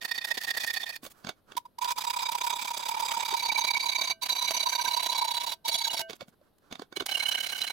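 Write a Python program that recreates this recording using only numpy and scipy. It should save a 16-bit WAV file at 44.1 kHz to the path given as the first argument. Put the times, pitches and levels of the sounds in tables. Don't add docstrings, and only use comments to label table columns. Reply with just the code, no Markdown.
import sys
import numpy as np
from scipy import signal
from scipy.fft import rfft, irfft
from scipy.io import wavfile
from scipy.ndimage import uniform_filter1d

SR = 44100
rng = np.random.default_rng(int(sys.argv[2]) if len(sys.argv) > 2 else 0)


def bounce(signal):
    frames = np.transpose(np.atleast_2d(signal))
    limited = np.clip(frames, -1, 1)
    pcm = np.round(limited * 32767).astype(np.int16)
    wavfile.write(sys.argv[1], SR, pcm)


N = 340452
TIME = np.arange(N) / SR
FREQS = np.arange(N // 2 + 1) * SR / N


def undb(db):
    return 10 ** (np.asarray(db) / 20)


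def unit(x):
    return x / np.sqrt(np.mean(np.abs(x) ** 2))


def along(points):
    hz, value = np.transpose(points)
    return np.interp(np.log(FREQS + 1), np.log(hz), value)


def colour(x, spectrum):
    return unit(irfft(rfft(x) * undb(along(spectrum)), N))


def noise():
    return rng.standard_normal(N)


def walk(rate_hz):
    size = max(int(SR / rate_hz), 1)
    return unit(uniform_filter1d(uniform_filter1d(noise(), size), size))


def linger(force, fall_s):
    keep = np.exp(-np.log(1000) / (fall_s * SR))
    return np.sqrt(signal.lfilter([1 - keep], [1, -keep], force ** 2))


def swells(times_s, lengths_s, levels_db, rise_shape=2.9, fall_shape=2.6):
    power = np.zeros(N)
    for s, length, db in zip(times_s, lengths_s, levels_db):
        near = slice(max(int((s - 3 * length) * SR), 0), int((s + 3 * length) * SR))
        away = 2 * (TIME[near] - s) / length
        shape = np.where(away < 0, rise_shape, fall_shape)
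        power[near] += undb(db) ** 2 * .5 ** (np.abs(away) ** shape)
    return np.sqrt(power)


def resonate(x, hz, width_hz):
    return signal.lfilter(*signal.iirpeak(hz, hz / width_hz, fs=SR), x)


def friction_mode(hz, width_hz, lock, smooth_samples=110):
    pole = np.exp(-np.pi * width_hz / SR)
    drive = rng.standard_normal(len(hz)) + 1j * rng.standard_normal(len(hz))
    phasor = signal.lfilter([1], [1, -pole], drive)
    phasor = uniform_filter1d(phasor / np.abs(phasor) ** lock, smooth_samples)
    return unit(np.real(phasor * np.exp(2j * np.pi * np.cumsum(hz) / SR)))


# (time [s], stroke number)
OPENING = [(0.025, 0), (0.81, 24), (0.968, 29)]
LEAD_IN = [(1.825, 0), (1.915, 3)]
LONG_RUN = [(1.986, 1), (2.385, 14), (2.863, 30), (3.316, 46), (3.491, 52), (3.806, 62), (4.11, 72)]
SECOND_RUN = [(4.231, 0), (4.301, 2), (5.159, 30), (5.475, 40), (5.528, 42)]
SHORT_RUN = [(5.66, 0), (5.977, 10), (6.008, 11)]
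CLOSING = [(7.096, 0), (7.204, 4), (7.706, 21)]
# (timing, nominal push [s], nominal pull [s], pull lead [s],
# pull over push in rasp [dB], in low tone [dB], in upper ring [dB])
SPELLS = [(OPENING, 0.016, 0.01, 0.0058, 5, 15.7, 6.7), (LEAD_IN, 0.015, .015, 0.0011, 1.1, -0.5, 0.98),
          (LONG_RUN, 0.015, 0.012, 0.00089, 2.9, 1.7, 0.53),
          (SECOND_RUN, 0.016, 0.013, 0.0031, 2.1, -1.4, 0.88),
          (SHORT_RUN, 0.015, 0.015, 0.0038, 4.3, 2.5, 0), (CLOSING, .014, 0.012, .002, 0.46, 20.7, 0.6)]
# (time [s], rasp drive [dB], low tone drive [dB], upper ring drive [dB])
EFFORT = [(0.02, -47, -61.5, -38), (0.25, -47.5, -55.5, -36.5), (0.65, -43, -55.5, -33),
          (0.87, -48.5, -54, -36), (0.97, -53.0, -66, -46.5), (1.81, -48.5, -31, -41),
          (1.92, -41, -39, -39.5), (1.98, -45, -37, -39), (2.25, -44.5, -37.0, -39.5),
          (2.5, -46.0, -33, -38.5), (2.65, -46.5, -38.5, -40.5), (3.1, -44.5, -36.5, -39.5),
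          (3.299, -44, -37.5, -37.0), (3.479, -45.5, -38, -32.5), (3.8, -44, -38, -31),
          (4.11, -45.5, -42, -32.5), (4.22, -44.5, -46.5, -34), (4.4, -45.5, -43.5, -30),
          (4.6, -42.5, -39, -31), (4.95, -44.5, -37.5, -34), (5.25, -48.5, -34.5, -32.5),
          (5.42, -45.5, -42.5, -37), (5.531, -46, -39, -35), (5.65, -45, -41, -32),
          (5.801, -48.5, -46, -31), (6.01, -40.5, -45.5, -36.5), (7.09, -43, -54, -36.5),
          (7.22, -43, -52, -31.0), (7.4, -44, -63.5, -33.5), (7.71, -45, -57, -37)]


def strokes(timing, push_s, pull_s, lead_s, *accents_db, jitter_s=0.00089, length_spread=0.11):
    times, numbers = np.transpose(timing)
    number = np.arange(numbers[0], numbers[-1] + 1)
    pull = number % 2
    late, longer, *harder = rng.standard_normal(size=(len(number), 5)).T
    centre_s = np.interp(number, numbers, times) - lead_s * pull + jitter_s * late
    length_s = np.where(pull, pull_s, push_s) * np.exp(length_spread * longer)
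    effort_s, *efforts_db = np.transpose(EFFORT)
    spreads_db = 0.86, 3, 1.4
    drives_db = [np.interp(centre_s, effort_s, effort) + accent * (pull - .5) + spread * chance
                 for effort, accent, spread, chance in zip(efforts_db, accents_db, spreads_db, harder)]
    return np.transpose([centre_s, length_s, *drives_db])


# (centre [s], nominal length [s], rasp drive [dB], low tone drive [dB], upper ring drive [dB])
TOUCHES = [(1.575, 0.009, -40.5, -33, -46), (1.658, 0.0075, -67.5, -48.5, -62.5),
           (1.788, 0.0046, -50, -37, -55), (1.968, 0.011, -52, -46, -46),
           (6.968, 0.011, -46.5, -48.5, -36.5), (7.004, 0.0081, -52.5, -43, -32.5),
           (7.065, 0.0069, -39.5, -52, -41)]


def sawing(stroke_rows, judder_db=1.33, judder_hz=130):
    centre_s, length_s, rasp_db, low_db, ring_db = np.vstack([stroke_rows, TOUCHES]).T
    judder = unit(undb(judder_db * walk(judder_hz)))
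    scrape = rasp(judder * swells(centre_s, 1.08 * length_s, rasp_db))
    low = low_tone(swells(centre_s, length_s, low_db))
    ring = upper_ring(judder * swells(centre_s, 1.03 * length_s, ring_db))
    return scrape + low + ring + plate(scrape)


# (frequency [Hz], relative density [dB])
RASP_SPECTRUM = [(40, -11), (120, -3), (350, 1), (520, 2), (750, 10), (1100, 5.5), (1500, 5), (3500, 9.5),
                 (5500, 7.5), (8000, 1.5), (12000, 2), (16000, -1)]


def rasp(force, grit_db=3.5, chips_per_s=900, chip_db=-9, patchy_db=2.5, tail_db=-12, gain_db=7):
    grind = unit(noise() * undb(grit_db * walk(500)))
    chips = unit(noise() * (rng.random(N) < chips_per_s / SR))
    spectrum = rfft(colour(grind + undb(chip_db) * chips, RASP_SPECTRUM))
    octave = np.clip(np.log2(FREQS / 600 + 1e-9), 0, 4)
    bands = [irfft(spectrum * np.maximum(1 - np.abs(octave - k), 0), N) for k in range(5)]
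    bite = unit(sum(band * undb(patchy_db * walk(60)) for band in bands))
    tail = undb(tail_db) * linger(force, fall_s=0.027) * colour(noise(), RASP_SPECTRUM)
    return undb(gain_db) * (force * bite + tail)


# (time [s], pitch [Hz])
BENDING_PITCH = [(1.55, 977.4), (2.1, 951), (3.0, 938.6), (3.55, 923.4), (3.8, 965), (4.05, 997),
                 (4.5, 972), (5.0, 965), (5.5, 936), (6.0, 907)]


def low_tone(force, long_from_s=1.2, long_to_s=6.5, growl_db=-4, gain_db=4):
    pitch_hz = np.interp(TIME, *np.transpose(BENDING_PITCH))
    tone = friction_mode(pitch_hz, width_hz=42, lock=.65, smooth_samples=190)
    growl = friction_mode(np.full(N, 860.), width_hz=270, lock=0.16, smooth_samples=50)
    long_cut = (TIME > long_from_s) & (TIME < long_to_s)
    voice = np.where(long_cut, tone, undb(growl_db) * growl)
    return undb(gain_db) * voice * linger(force, fall_s=0.014)


# (frequency [Hz], nominal width [Hz], relative density [dB])
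FIRST_CUT = [(1846, 57, 7.5), (2466, 87, -5), (3574, 550, -8), (4480, 170, -3.5), (4960, 28, -8),
             (5240, 75, -8.5)]
SHALLOW = [(1277, 570, -10), (2363, 100, 3.5), (3440, 135, -1.5), (3770, 140, 4), (4860, 130, 5),
           (6400, 250, -5), (7640, 370, -4), (9700, 250, -16), (12500, 180, -15.5)]
HALFWAY = [(2303, 47, -10.5), (3764, 44, -13.5), (3990, 42, -8), (4600, 110, -13.5), (6220, 120, -21),
           (6850, 88, -31.5), (9940, 1500, -43), (12320, 250, -45.5)]
DEEP = [(1550, 130, -33), (2293, 70, -8), (2750, 27, -15), (3760, 25, -3), (3970, 60, 1),
        (4560, 64.3, -3.5), (6035, 130, -8), (7200, 130, -20), (9560, 220, -21.5), (11600, 130, -22),
        (12700, 160, -24)]
NEARLY_THROUGH = [(2247, 49, -10), (2930, 14, -12), (3370, 83, -10.5), (3760, 40, -3), (3980, 69, 1.5),
                  (4527, 64, -4.5), (5590, 200, -15), (6720, 310, -19), (8980, 126, -17.5),
                  (9850, 98, -17.5), (11900, 435, -26.5)]
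LAST_CUT = [(1580, 100, -10.5), (2224, 35, -1.5), (2990, 76, 1), (4063, 38, 2), (6000, 340, -22.5),
            (9030, 370, -23.5), (9440, 140, -16.5)]
# (start [s], end [s], modes)
STAGES = [(0, 1.2, FIRST_CUT), (1.2, 3.3, SHALLOW), (3.3, 4.18, HALFWAY), (4.18, 5.05, DEEP),
          (5.05, 6.5, NEARLY_THROUGH), (6.5, 7.8, LAST_CUT)]


def upper_ring(force, width_scale=0.91, sag_hz_per_s=30, rivalry_db=4.5, rivalry_hz=70, gain_db=2):
    out = np.zeros(N)
    for start_s, end_s, modes in STAGES:
        crossfade = uniform_filter1d(1. * ((TIME >= start_s) & (TIME < end_s)), size=SR // 5)
        near = crossfade > 1e-6
        t = TIME[near]
        knots_s = np.arange(t[0], t[-1], 1 / rivalry_hz)
        sag_hz = sag_hz_per_s * (t - t.mean())
        voice, power = 0, 0
        for hz, width_hz, db in modes:
            grips = undb(db + rivalry_db * rng.standard_normal(len(knots_s))) * np.sqrt(width_hz)
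            grip = np.interp(t, knots_s, grips)
            voice += grip * friction_mode(hz - sag_hz, width_scale * width_hz, lock=0.05)
            power += grip ** 2
        out[near] += voice * np.sqrt(crossfade[near] / power)
    return undb(gain_db) * out * linger(force, fall_s=0.011)


# (time [s], pitch [Hz], relative level [dB])
SQUEALS = [(0.513, 1870, -32), (3.503, 2302, -24.5), (3.565, 2311, -24), (3.592, 3970, -32),
           (3.692, 2295, -28), (3.757, 2270, -24), (4.329, 3950, -27), (4.736, 1570, -36),
           (4.801, 1560, -39), (4.864, 1570, -34.5), (4.915, 4070, -28.5), (4.945, 4055, -31.5),
           (5.856, 1600, -40), (5.902, 2910, -31.5), (7.156, 2844, -24), (7.262, 2960, -23.5),
           (7.288, 2974, -29), (7.323, 2934, -25), (7.623, 4010, -24.5)]


def squeals(length_s=0.0089, gain_db=-2):
    tones = sum(swells([s], [length_s], [db]) * np.sin(2 * np.pi * hz * TIME) for s, hz, db in SQUEALS)
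    return undb(gain_db) * np.sqrt(2) * tones


# (time [s], thud pitch [Hz], thud level [dB], contact drive [dB])
KNOCKS = [(1.033, 271, -41, -52.5), (1.052, 415, -50, -46), (1.066, 600, -42.5, -46),
          (1.248, 201, -36.5, -45), (1.271, 242, -36.5, -39), (1.293, 380, -40, -34.5),
          (1.521, 380, -67, -47.5), (1.554, 332, -46.5, -58), (3.328, 383, -37.5, -41.5),
          (6.099, 460, -38.5, -41.5), (6.108, 443, -43, -46), (6.133, 340, -41, -43),
          (6.21, 545, -46, -41.5), (6.219, 537, -37, -54), (6.227, 188, -44.5, -59),
          (6.284, 189, -47.5, -61), (6.415, 576, -55, -77), (6.714, 197, -45, -51),
          (6.727, 230, -39.5, -39.5), (6.756, 267, -52, -45), (6.796, 282, -34.5, -44),
          (6.821, 443, -38, -44.5), (6.927, 346, -47, -46.5), (6.971, 375, -30, -37.5),
          (7.008, 416, -33, -35), (7.023, 358, -34, -44.5)]
# (frequency [Hz], relative density [dB])
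CLACK_SPECTRUM = [(50, -7), (200, 9), (700, -1.5), (1500, -3), (4000, -13), (6000, -12.5), (9000, -17.5),
                  (16000, -20.5)]
# (frequency [Hz], width [Hz], relative level [dB])
CLINK_MODES = [(720, 150, -2.5), (1123, 170, -3.5), (1480, 200, -2), (2250, 37, 1.5), (2810, 140, -7),
               (3540, 450, 9.5), (4460, 240, 8), (6310, 100, 5)]


def knocks(contact_s=0.0011, scuff_s=0.012, scuff_db=-12, thud_rise_s=0.0037, clack_db=-4, clink_db=1):
    out = np.zeros(N)
    grit = colour(noise(), CLACK_SPECTRUM)
    blow_energy = .005 * SR
    for s, thud_hz, thud_db, drive_db in KNOCKS:
        near = slice(int(s * SR) - SR // 20, int(s * SR) + SR // 10)
        lag_s = TIME[near] - s
        away_s = np.where(lag_s < 0, -2 * lag_s, lag_s)
        scuff = undb(scuff_db) * np.exp(-away_s / scuff_s)
        clack = grit[near] * (np.exp(-np.abs(lag_s) / contact_s) + scuff)
        clink = sum(undb(db + 4 * rng.standard_normal()) * resonate(clack, hz, width_hz)
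                    for hz, width_hz, db in CLINK_MODES)
        for part, db in (clack, clack_db), (clink, clink_db):
            out[near] += undb(drive_db + db) * part * np.sqrt(blow_energy / np.sum(part ** 2))
        swing = np.maximum(lag_s / thud_rise_s + .7, 0)
        thud_envelope = (swing * np.exp(1 - swing)) ** 2
        out[near] += undb(thud_db) * thud_envelope * np.sin(2 * np.pi * thud_hz * lag_s)
    return out


# (centre [s], length [s], level [dB])
RUSTLES_AND_CLICKS = [(1.054, 0.033, -47.5), (1.113, 0.014, -48), (6.107, 0.015, -55), (6.16, 0.011, -54.5),
                      (6.585, 0.0038, -62.5), (1.19, 0.088, -70.5), (6.289, 0.019, -66)]
# (centre [s], length [s], level [dB])
RUBS = [(1.19, 0.083, -64), (1.381, .03, -70), (1.511, 0.047, -58), (6.335, 0.016, -68),
        (6.457, 0.052, -72), (6.665, 0.064, -67.5)]
# (frequency [Hz], relative density [dB])
RUB_SPECTRUM = [(200, -5), (550, -3), (800, -7), (1150, -1), (1500, -1.5), (2000, -17), (5000, -18),
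                (14000, -31)]


def handling(patchy_db=3):
    uneven = noise() * undb(patchy_db * walk(200))
    bright = colour(uneven, [(300, -3), (3000, -4), (14000, -4)])
    dull = colour(noise(), RUB_SPECTRUM)
    return bright * swells(*np.transpose(RUSTLES_AND_CLICKS)) + dull * swells(*np.transpose(RUBS))


# (frequency [Hz], relative level [dB], t60 [s])
PLATE_MODES = [(385, -11, 0.15), (658, -0.5, 0.81), (1553, -5, 0.81), (2210, -2.5, 0.1113), (2906, 3, 0.21)]
# (time [s], kick [dB])
RELEASES = [(4.125, -56.5), (5.535, -71), (6.015, -43.5)]


def plate(scrape, shake_db=4.02, held_width_hz=55, grab_s=6.1):
    looseness = np.interp(TIME, [3, 4.7, grab_s, grab_s + .02], [0, 1, 1, 0])
    shaken = sum(undb(db) * resonate(scrape, hz, held_width_hz) for hz, db, _ in PLATE_MODES)
    age_s = TIME[:SR // 2]
    ring = sum(undb(db - 60 * age_s / t60_s) * np.sin(2 * np.pi * hz * age_s)
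               for hz, db, t60_s in PLATE_MODES)
    kicks = np.zeros(N)
    for s, db in RELEASES:
        kicks[int(s * SR)] += undb(db)
    return looseness * (undb(shake_db) * shaken + signal.fftconvolve(kicks, ring)[:N])


def reflections(x, t60_s=0.12):
    age_s = TIME[:SR // 5]
    echoes = rng.standard_normal(len(age_s)) * undb(-60 * age_s / t60_s)
    return signal.fftconvolve(x, echoes / np.sqrt(np.sum(echoes ** 2)))[:N]


# (frequency [Hz], left minus right [dB])
BALANCE = [(60, -5), (200, -4.5), (400, -9.5), (950, -8), (1800, -15), (2350, -14), (4400, -7), (8000, -6),
           (15000, -3.5)]
# (frequency [Hz], left lead [rad])
PHASE_LEAD = [(200, 0), (950, -1.4), (1550, 1.0), (2000, .3), (2350, 1.5), (2900, -.7), (3700, .3),
              (4000, -1.1), (4570, .6), (4850, -.6), (5400, 0)]
# (frequency [Hz], relative density [dB])
HUSH_SPECTRUM = [(25, -1.5), (60, -2.5), (280, -0.5), (600, -6.5), (1500, -17), (2200, -25), (4000, -21),
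                 (7000, -35), (12000, -21), (16000, -32.5)]


def workshop(x, wet_db=-19, hush_db=-72):
    tilt = undb(along(BALANCE) / 2) * np.exp(.5j * along(PHASE_LEAD))
    left_right = np.array([tilt, 1 / tilt]) / np.abs((tilt + 1 / tilt) / 2)
    direct = irfft(rfft(x) * left_right, N)
    wet = np.array([reflections(x) for _ in range(2)])
    common_hush = colour(noise(), HUSH_SPECTRUM)
    hush = common_hush + np.array([colour(noise(), HUSH_SPECTRUM) for _ in range(2)])
    return direct + undb(wet_db) * wet + undb(hush_db) * hush


def scene(side_db=-7):
    stroke_rows = np.vstack([strokes(*spell) for spell in SPELLS])
    side = sawing(stroke_rows) + knocks() + handling()
    work = sawing(stroke_rows) + squeals() + knocks() + handling()
    return workshop(work) + undb(side_db) * np.array([side, -side])


def record(dry, cutoff_hz=15950):
    return signal.sosfilt(signal.ellip(10, .2, 80, cutoff_hz, fs=SR, output="sos"), dry)


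dry = scene()
out = record(dry)
bounce(out)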